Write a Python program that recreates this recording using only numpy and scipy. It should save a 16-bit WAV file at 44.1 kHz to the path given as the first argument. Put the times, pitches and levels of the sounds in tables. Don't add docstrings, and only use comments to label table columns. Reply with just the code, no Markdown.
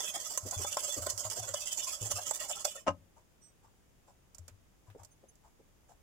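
import sys
import numpy as np
from scipy import signal
from scipy.fft import rfft, irfft, next_fast_len
from scipy.io import wavfile
from scipy.ndimage import map_coordinates

SR = 44100
rng = np.random.default_rng(int(sys.argv[2]) if len(sys.argv) > 2 else 0)


def dump(signal):
    limited = np.clip(np.atleast_2d(signal).T, -1, 1)
    pcm = np.round(limited * 32767).astype(np.int16)
    wavfile.write(sys.argv[1], SR, pcm)


N = 265482
TIME = np.arange(N) / SR
SIZE = 2 * next_fast_len((N + SR) // 2)
HZ = np.fft.rfftfreq(SIZE, 1 / SR)
TOP_HZ = 15900

# (middle [s], hiss level [dB], pan ring level [dB])
SCRAPES = [(0.015, -40, -50), (0.049, -39.0, -46), (0.094, -38, -64.5), (0.161, -38.5, -43),
           (0.213, -42.0, -57), (0.267, -41, -75), (0.317, -41.5, -51.5), (0.353, -44, -55.5),
           (0.481, -43, -54.5), (0.539, -42.5, -44), (0.592, -42.0, -55.5), (0.627, -37, -49),
           (0.685, -40, -66), (0.737, -38.5, -49), (0.805, -38.5, -53), (0.849, -38.5, -43),
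           (0.894, -38.5, -53), (0.94, -39, -58), (0.984, -41.0, -48), (1.038, -40.5, -49),
           (1.11, -38.5, -49), (1.207, -39.5, -51.5), (1.259, -40, -45), (1.327, -39.0, -45.5),
           (1.379, -41.5, -45.5), (1.444, -44.0, -48.5), (1.492, -42.5, -45.5), (1.574, -43.5, -60),
           (1.621, -40, -79), (1.676, -39.5, -67), (1.735, -38.0, -63), (1.79, -38, -55),
           (1.845, -39.0, -73), (1.891, -38, -55), (1.938, -39, -77), (2.03, -40.5, -69),
           (2.068, -41, -50.5), (2.119, -37.5, -45), (2.173, -39.5, -48.5), (2.229, -43, -63),
           (2.282, -38, -49.5), (2.358, -39, -56.0), (2.419, -40, -47), (2.454, -44.5, -48),
           (2.508, -39.0, -49), (2.57, -45, -49), (2.614, -44.5, -56.0), (2.679, -42, -52.5),
           (2.725, -48.5, -69), (2.769, -48.5, -52), (2.812, -59, -68)]
# (frequency [Hz], density [dB per Hz])
HISS_SPECTRUM = [(2240, -22.5), (3800, -19), (4950, -5.5), (6610, -1.5), (7500, 3.5), (8820, -10),
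                 (9830, -6.5), (11000, -14), (15000, -14), (15900, -27)]
PAN_SPECTRUM = [(240, -26.5), (400, -18), (600, 0), (1160, -11), (1550, -11.5), (1920, -25.5),
                (2200, -18.5), (3500, -77)]
SLOSH_SPECTRUM = [(22, -39), (100, -15), (200, -13), (330, -5.5), (500, -3.5), (800, -17), (4000, -64)]
# (frequency [Hz], width [Hz], lift [dB])
STEEL_MODES = [(591, 99, 9.5), (735, 27, -2), (1076, 150, 6.5), (1301, 77, 9), (1914, 140, 6),
               (2990, 146, 6), (3470, 280, 6), (3716, 320, -4.5), (6510, 64, 10.5)]
WIRE_NOTE_S, WALL_NOTE_S = .04, .022


def amp(db):
    return 10 ** (np.asarray(db) / 20)


def unit(x):
    return x / np.sqrt(np.mean(np.abs(x) ** 2) + 1e-20)


def along(points, hz=HZ):
    f, v = np.transpose(points)
    return np.interp(np.log(hz + 1), np.log(f + 1), v)


def add(track, s, x):
    i = round(s * SR)
    a, b = max(i, 0), min(i + x.shape[-1], N)
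    track[..., a:b] += x[..., a - i:b - i]


def colour(x, spectrum, modes=()):
    lift = sum(db / (1 + (2 * (HZ - hz) / width) ** 2) for hz, width, db in modes)
    gain = unit(amp(along(spectrum) + lift))
    cepstrum = irfft(np.log(np.maximum(gain, 1e-6)))
    cepstrum[1:SIZE // 2] *= 2
    cepstrum[SIZE // 2 + 1:] = 0
    response = np.exp(rfft(cepstrum))
    return irfft(rfft(x, SIZE) * response)[..., :N]


def stereo(pair, alike, lean):
    like = np.clip(along(alike), -.5, .99)
    width = np.sqrt((1 - like) / (1 + like))
    g = amp(along(lean) / 2)
    mid, side = rfft(pair, SIZE)
    norm = np.hypot(g + 1 / g, width * (g - 1 / g)) / 2
    left = (mid + width * side) * g
    right = (mid - width * side) / g
    return irfft(np.array([left, right]) / norm)[:, :N]


def swell(t, length_s):
    skew = .38
    u = 2 * t / length_s + skew
    return np.exp(-(u / (1 + skew * np.sign(u))) ** 2)


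def strike(t, build_s, t60_s):
    return np.minimum(t / abs(build_s), 1) * amp(-60 * np.maximum(t - build_s, 0) / t60_s)


def burst(t60_s):
    t = np.arange(SR // 8) / SR
    return rng.standard_normal((2, len(t))) * amp(-60 * t / t60_s)


def ringing(n, ring_db, ring_hz):
    hz = np.fft.rfftfreq(n, 1 / SR)
    resonances = np.tanh(map_coordinates(rng.standard_normal(n), [hz / ring_hz], order=1))
    return rfft(rng.standard_normal((2, n))) * amp(ring_db * resonances)


def friction(length_s, ring_db, ring_hz, rough_db, slip_hz, glide):
    n = SR // 5
    t = np.arange(n) / SR - 1 / 10
    rung = irfft(ringing(n, ring_db, ring_hz), 4 * n)
    place = 4 * SR * (t + 1 / 10 + glide * rng.normal() * t ** 2)
    bent = np.array([np.interp(place, np.arange(len(r)), r) for r in rung])
    slips = map_coordinates(rng.standard_normal(n), [np.arange(n) * slip_hz / SR], order=1)
    judder = map_coordinates(rng.standard_normal(n), [np.arange(n) * 110 / SR], order=1)
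    pressure = swell(t, length_s)
    x = bent * amp(rough_db * slips + 1.7 * judder) * pressure
    return unit(x) * np.sqrt(np.mean(pressure ** 2))


def note(length_s, hz, bend, fray):
    t = np.arange(SR // 5) / SR - 1 / 10
    drift = np.cumsum(fray * rng.standard_normal((2, len(t))), axis=1)
    bent_t = t + bend * rng.normal() * t ** 2
    return swell(t, length_s) * np.sin(2 * np.pi * hz * bent_t + drift)


def scrape_wires(hiss, wire, pan, notes):
    # (time [s], ring against hiss [dB])
    singing = [(.15, -3.5), (.45, -14), (.75, -7.5), (1.05, -15.5), (1.58, -6), (2.05, -9), (2.78, -4.5)]
    scrape_s, wire_ring_s, wire_stagger_s = .042, .046, .008
    wire_hz, wire_spread, wire_note_db = 3295, .05, -6.5
    pan_hz, pan_spread, pan_note_db = 877, .35, -7.5
    for s, hiss_db, pan_db in SCRAPES:
        start = s - 1 / 10
        sings = start + wire_stagger_s * rng.normal()
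        wire_db = hiss_db + np.interp(s, *np.transpose(singing))
        slide = friction(scrape_s, ring_db=10, ring_hz=130, rough_db=3, slip_hz=900, glide=.08)
        add(hiss, start, amp(hiss_db) * slide)
        wire_ring = friction(wire_ring_s, ring_db=20, ring_hz=130, rough_db=1, slip_hz=300, glide=.2)
        add(wire, sings, amp(wire_db - 5.5) * wire_ring)
        pan_ring = friction(.85 * scrape_s, ring_db=16, ring_hz=90, rough_db=2, slip_hz=200, glide=.9)
        add(pan, start, amp(pan_db) * pan_ring)
        high, low = rng.uniform(-np.sqrt(3), np.sqrt(3), 2)
        wire_note = note(WIRE_NOTE_S, wire_hz * np.exp(wire_spread * high), bend=.2, fray=.05)
        add(notes, sings, amp(wire_db + wire_note_db) * wire_note)
        pan_note = note(WALL_NOTE_S, pan_hz * np.exp(pan_spread * low), bend=.7, fray=.03)
        add(notes, start, amp(pan_db + pan_note_db) * pan_note)


def clear_notes(notes):
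    # (middle [s], frequency [Hz], level [dB])
    wall_notes = [(.167, 823, -45), (0.271, 1264, -48), (.532, 714, -47), (.68, 1260, -48),
                  (1.075, 1480, -46.5), (1.88, 1053, -45.5), (1.939, 1288, -48), (2.514, 740, -42.5),
                  (2.785, 1824, -53)]
    wire_notes = [(.048, 3090, -50.5), (.097, 3290, -61), (.562, 3435, -48), (.658, 3477, -46),
                  (.87, 3130, -52), (.915, 3440, -42), (1.573, 2980, -47), (1.726, 3079, -44),
                  (2.27, 3025, -52.5)]
    for table, length_s in ((wall_notes, WALL_NOTE_S), (wire_notes, WIRE_NOTE_S)):
        for s, hz, db in table:
            add(notes, s - 1 / 10, amp(db) * note(length_s, hz, bend=.3, fray=.03))


def tap_pan(hiss, wire, pan, notes):
    # (time [s], tick level [dB], base ring level [dB], wall ring frequency [Hz],
    # wall ring level [dB], contact build [s])
    taps = [(0.374, -25.5, -44, 1055, -41, 0.0021), (.646, -41.5, -35, 810, -37, 0.0012),
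            (0.768, -30.5, -28.5, 886, -34.5, 0.0027), (1.062, -31, -36.5, 1050, -39.5, 0.0066),
            (1.249, -46, -68, 744, -45.5, 0.0022), (1.389, -35.5, -52, 740, -40.5, 0.011),
            (1.537, -29.5, -36, 1272, -45, 0.0069), (2.11, -28, -36.5, 1400, -55, 0.0079),
            (2.18, -45, -35, 725, -38, 0.014), (2.308, -30.5, -34, 872, -36, 0.003),
            (2.644, -25, -34, 1082, -47, 0.0086)]
    base_hz, base_t60_s = 588.5, .056
    t = np.arange(SR // 8) / SR
    for s, tick_db, base_db, wall_hz, wall_db, build_s in taps:
        bright = unit(irfft(ringing(len(t), 8, 350), len(t)))
        dull = unit(irfft(ringing(len(t), 8, 130), len(t)))
        add(hiss, s, amp(tick_db - 2) * bright * strike(t, build_s, t60_s=.04))
        add(wire, s, amp(tick_db - 19) * bright * strike(t, build_s, t60_s=.045))
        add(pan, s, amp(base_db - 2.5) * dull * strike(t, build_s, t60_s=.05))
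        for hz, db in ((base_hz, base_db), (wall_hz, wall_db)):
            add(notes[0], s, amp(db) * np.sin(2 * np.pi * hz * t) * strike(t, build_s, base_t60_s))


def click_wires(hiss):
    # (time [s], level [dB])
    clicks = [(0.51, -32.5), (1.099, -30), (1.177, -32.5), (1.3, -35), (2.335, -40), (2.402, -39)]
    for s, db in clicks:
        add(hiss, s, amp(db) * burst(t60_s=.046))


def swish(hiss, pan):
    # (fade start [s], fade end [s])
    stop_s = [2.35, 2.84]
    stirring = np.interp(TIME, stop_s, [1, 0])
    for track, db in ((hiss, -53), (pan, -60)):
        add(track, 0, amp(db) * stirring * rng.standard_normal((2, N)))


def whisk():
    # (frequency [Hz], density [dB per Hz])
    wire_spectrum = [(1120, -39), (1900, -8), (2150, -15), (2600, -4), (3500, -6.5), (3900, -15),
                     (6000, -74)]
    hiss, wire, pan, notes = np.zeros((4, 2, N))
    scrape_wires(hiss, wire, pan, notes)
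    clear_notes(notes)
    tap_pan(hiss, wire, pan, notes)
    click_wires(hiss)
    swish(hiss, pan)
    bright = colour(hiss, HISS_SPECTRUM, STEEL_MODES) + colour(wire, wire_spectrum, STEEL_MODES)
    return bright + colour(pan, PAN_SPECTRUM, STEEL_MODES) + notes


def cream():
    # (middle [s], level [dB])
    slops = [(.466, -46), (.605, -48), (0.978, -47), (1.077, -45.5), (1.385, -48), (2.029, -45.5),
             (5.247, -58.5)]
    slop_s, churn_db = .029, -15.5
    slosh = np.zeros((2, N))
    for s, db in slops:
        slop = friction(slop_s, ring_db=8, ring_hz=60, rough_db=2, slip_hz=200, glide=4)
        add(slosh, s - 1 / 10, amp(db) * slop)
    for s, _, pan_db in SCRAPES:
        churn = friction(2 * slop_s, ring_db=8, ring_hz=70, rough_db=3, slip_hz=200, glide=2)
        add(slosh, s - 1 / 10, amp(pan_db + churn_db) * churn)
    return colour(slosh, SLOSH_SPECTRUM)


def kitchen_hush():
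    # (frequency [Hz], density [dB per Hz])
    floor_spectrum = [(12, -30.5), (20, -4.5), (74, -4), (198, -12), (642, -20.5), (1530, -27),
                      (7730, -33.5), (15500, -37)]
    # (frequency [Hz], width [Hz], lift [dB])
    hush_modes = [(4200, 540, -5.5), (6800, 1000, 4.5)]
    # (frequency [Hz], left minus right [dB])
    floor_alike = [(60, 0.392), (950, 0.026)]
    floor_lean = [(60, 2), (950, 0)]
    noise = rng.standard_normal((2, N))
    return stereo(colour(noise, floor_spectrum, hush_modes), floor_alike, floor_lean)


def kitchen_reverb(x):
    # (frequency [Hz], t60 [s])
    decay = [(100, 1), (250, 0.15), (10000, 0.1)]
    hz, t, z = signal.stft(rng.standard_normal((2, SR // 2)), SR, nperseg=256)
    z = z * amp(-60 * t / along(decay, hz)[:, None])
    tail = signal.istft(z, SR, nperseg=256)[1]
    tail = np.pad(tail / np.linalg.norm(tail[0]), ((0, 0), (SR // 150, 0)))
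    return signal.fftconvolve(x[:1], tail, axes=1)[:, :N]


def board(board_hz=99, thump_db=7, thud_db=-3):
    # (time [s], level [dB])
    bumps = [(0.43, -40.5), (0.566, -35), (0.601, -40), (0.974, -42), (.998, -41), (1.134, -46),
             (1.249, -43.5), (1.389, -42.5), (1.498, -48.5), (2.012, -36.5), (2.135, -42.5), (2.888, -39.5),
             (4.392, -46.5), (4.512, -52), (4.882, -49), (4.995, -52.5)]
    thump, t = np.zeros((2, N)), np.arange(SR // 2) / SR
    for s, db in bumps:
        hz = board_hz * (1 + .06 * rng.normal())
        bounce = np.sin(2 * np.pi * hz * t) * amp(-60 * t / .19) * (1 - np.exp(-t / .014))
        thud = np.sin(2 * np.pi * 70 * t) * amp(-60 * t / .1) * (1 - np.exp(-t / .005))
        add(thump[0], s, amp(db + thump_db) * bounce + amp(db + thud_db) * thud)
    return thump


def knock(blow_db=-20, push_db=1, ring_db=-32):
    # (time [s], level [dB])
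    contacts = [(2.8657, -24), (2.87, -13.5), (2.876, -10.5), (2.8812, -6), (2.888, -11), (2.9045, -20.5)]
    # (frequency [Hz], level [dB], t60 [s])
    rim_modes = [(180.2, -5.5, 0.14), (276.7, -7.5, 0.19), (565, 10, 0.07), (848, 2, 0.08),
                 (1047, 10, 0.054), (1270, 8.5, 0.071), (1596, -1, 0.06), (2830, -2, 0.063)]
    # (frequency [Hz], density [dB per Hz])
    blow_spectrum = [(90, -42), (170, -14), (290, 1), (420, -14.5), (580, 6), (1000, -4.5), (1500, -15.5),
                     (2700, -21.5), (4200, -34.5), (5700, -21.5), (7500, -28.5), (13000, -60)]
    crack, ring = np.zeros((2, 2, N))
    t = np.arange(SR // 2) / SR
    hz, level_db, t60_s = np.transpose(rim_modes)[:, :, None]
    for s, db in contacts:
        add(crack, s, amp(db + blow_db) * burst(t60_s=.053))
        crack[0, round(s * SR)] += amp(db + push_db)
        strength = amp(level_db + db + ring_db) * rng.choice([-1, 1], (2, len(rim_modes), 1))
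        scattered_hz = hz * (1 + .025 * rng.standard_normal(hz.shape))
        modes = strength * np.sin(2 * np.pi * scattered_hz * t) * amp(-60 * t / t60_s)
        add(ring, s, np.sum(modes, axis=1))
    return colour(crack, blow_spectrum) + ring


def handling():
    # (middle [s], level [dB])
    rubs = [(3.184, -64.5), (3.658, -66.5), (4.098, -63), (4.889, -69), (5.008, -61), (5.465, -66),
            (5.91, -60)]
    # (middle [s], length [s], lower frequency [Hz], upper frequency [Hz], level [dB])
    squeak_events = [(3.458, 0.074, 5870, 8220, -63.5), (5.125, 0.025, 6330, 9600, -69.5),
                     (5.296, 0.021, 6330, 9840, -64)]
    # (time [s], level [dB])
    clacks = [(4.482, -58), (4.493, -69.5), (4.901, -61.5), (5.033, -68)]
    # (frequency [Hz], density [dB per Hz])
    hollow_spectrum = [(250, -28), (600, 2), (880, 7), (1250, -5), (1800, -17.5), (8000, -33)]
    plastic_spectrum = [(400, -4.5), (1400, -6.5), (3500, -13), (7000, -23)]
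    rub_s, rub_hiss_db = .048, -10.5
    hollow, hiss, squeaks, clack = np.zeros((4, 2, N))
    t = np.arange(SR // 5) / SR - 1 / 10
    for s, db in rubs:
        tone = friction(rub_s, ring_db=7, ring_hz=90, rough_db=3, slip_hz=300, glide=.3)
        add(hollow, s - 1 / 10, amp(db) * tone)
        rustle = friction(rub_s, ring_db=2, ring_hz=300, rough_db=4, slip_hz=600, glide=.1)
        add(hiss, s - 1 / 10, amp(db + rub_hiss_db) * rustle)
    for s, length_s, low_hz, high_hz, db in squeak_events:
        for hz in (low_hz, high_hz):
            drift = np.cumsum(.07 * rng.standard_normal((2, len(t))), axis=1)
            squeak = swell(t, length_s) * np.sin(2 * np.pi * hz * t + drift)
            add(squeaks, s - 1 / 10, amp(db) * squeak)
    for s, db in clacks:
        add(clack, s, amp(db) * burst(t60_s=.1))
    rubbed = colour(hollow, hollow_spectrum) + colour(hiss, HISS_SPECTRUM)
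    return rubbed + colour(clack, plastic_spectrum) + squeaks


def butter(plop_t60_s=.099, plop_rise=3):
    # (time [s], level [dB])
    smack_events = [(4.3469, -36), (4.383, -37), (4.48, -33.5), (5.0333, -40.5), (5.0479, -36.5),
                    (5.355, -51.5)]
    # (time [s], level [dB], initial cavity frequency [Hz])
    plop_events = [(4.949, -52, 506), (5.594, -60.5, 498)]
    gulp_s, gulp_pitch = .0092, .79
    plops, splash, smacks = np.zeros((3, 2, N))
    t = np.arange(SR // 8) / SR
    for s, db in smack_events:
        add(smacks, s, amp(db - 13.5) * burst(t60_s=.042))
    for start, db, cavity_hz in plop_events:
        for s, hz in ((start, cavity_hz), (start + gulp_s, cavity_hz * gulp_pitch)):
            rising = np.sin(2 * np.pi * hz * (t + plop_rise * t ** 2))
            add(plops[0], s, amp(db) * rising * amp(-60 * t / plop_t60_s))
            add(splash, s, amp(db + 3) * burst(t60_s=.044))
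    smacked = colour(smacks, HISS_SPECTRUM) + amp(-11) * colour(smacks, PAN_SPECTRUM, STEEL_MODES)
    return plops + colour(splash, SLOSH_SPECTRUM) + smacked


def scene(room_db=-19, floor_db=-68):
    # (frequency [Hz], left minus right [dB])
    near_alike = [(60, 0.75), (700, 0.74), (1300, 0.11), (5000, 0)]
    near_lean = [(170, 5.5), (400, -4), (580, 3.5), (1130, 8.5), (1800, -0.5), (3400, -2), (5000, -4.5),
                 (7000, -16), (9700, -1.5), (15000, -3)]
    near = whisk() + cream() + board() + knock() + handling() + butter()
    roomy = near + amp(room_db) * kitchen_reverb(near)
    return stereo(roomy, near_alike, near_lean) + amp(floor_db) * kitchen_hush()


def record(dry):
    return irfft(rfft(dry, SIZE) * (HZ < TOP_HZ))[:, :N]


dry = scene()
out = record(dry)
dump(out)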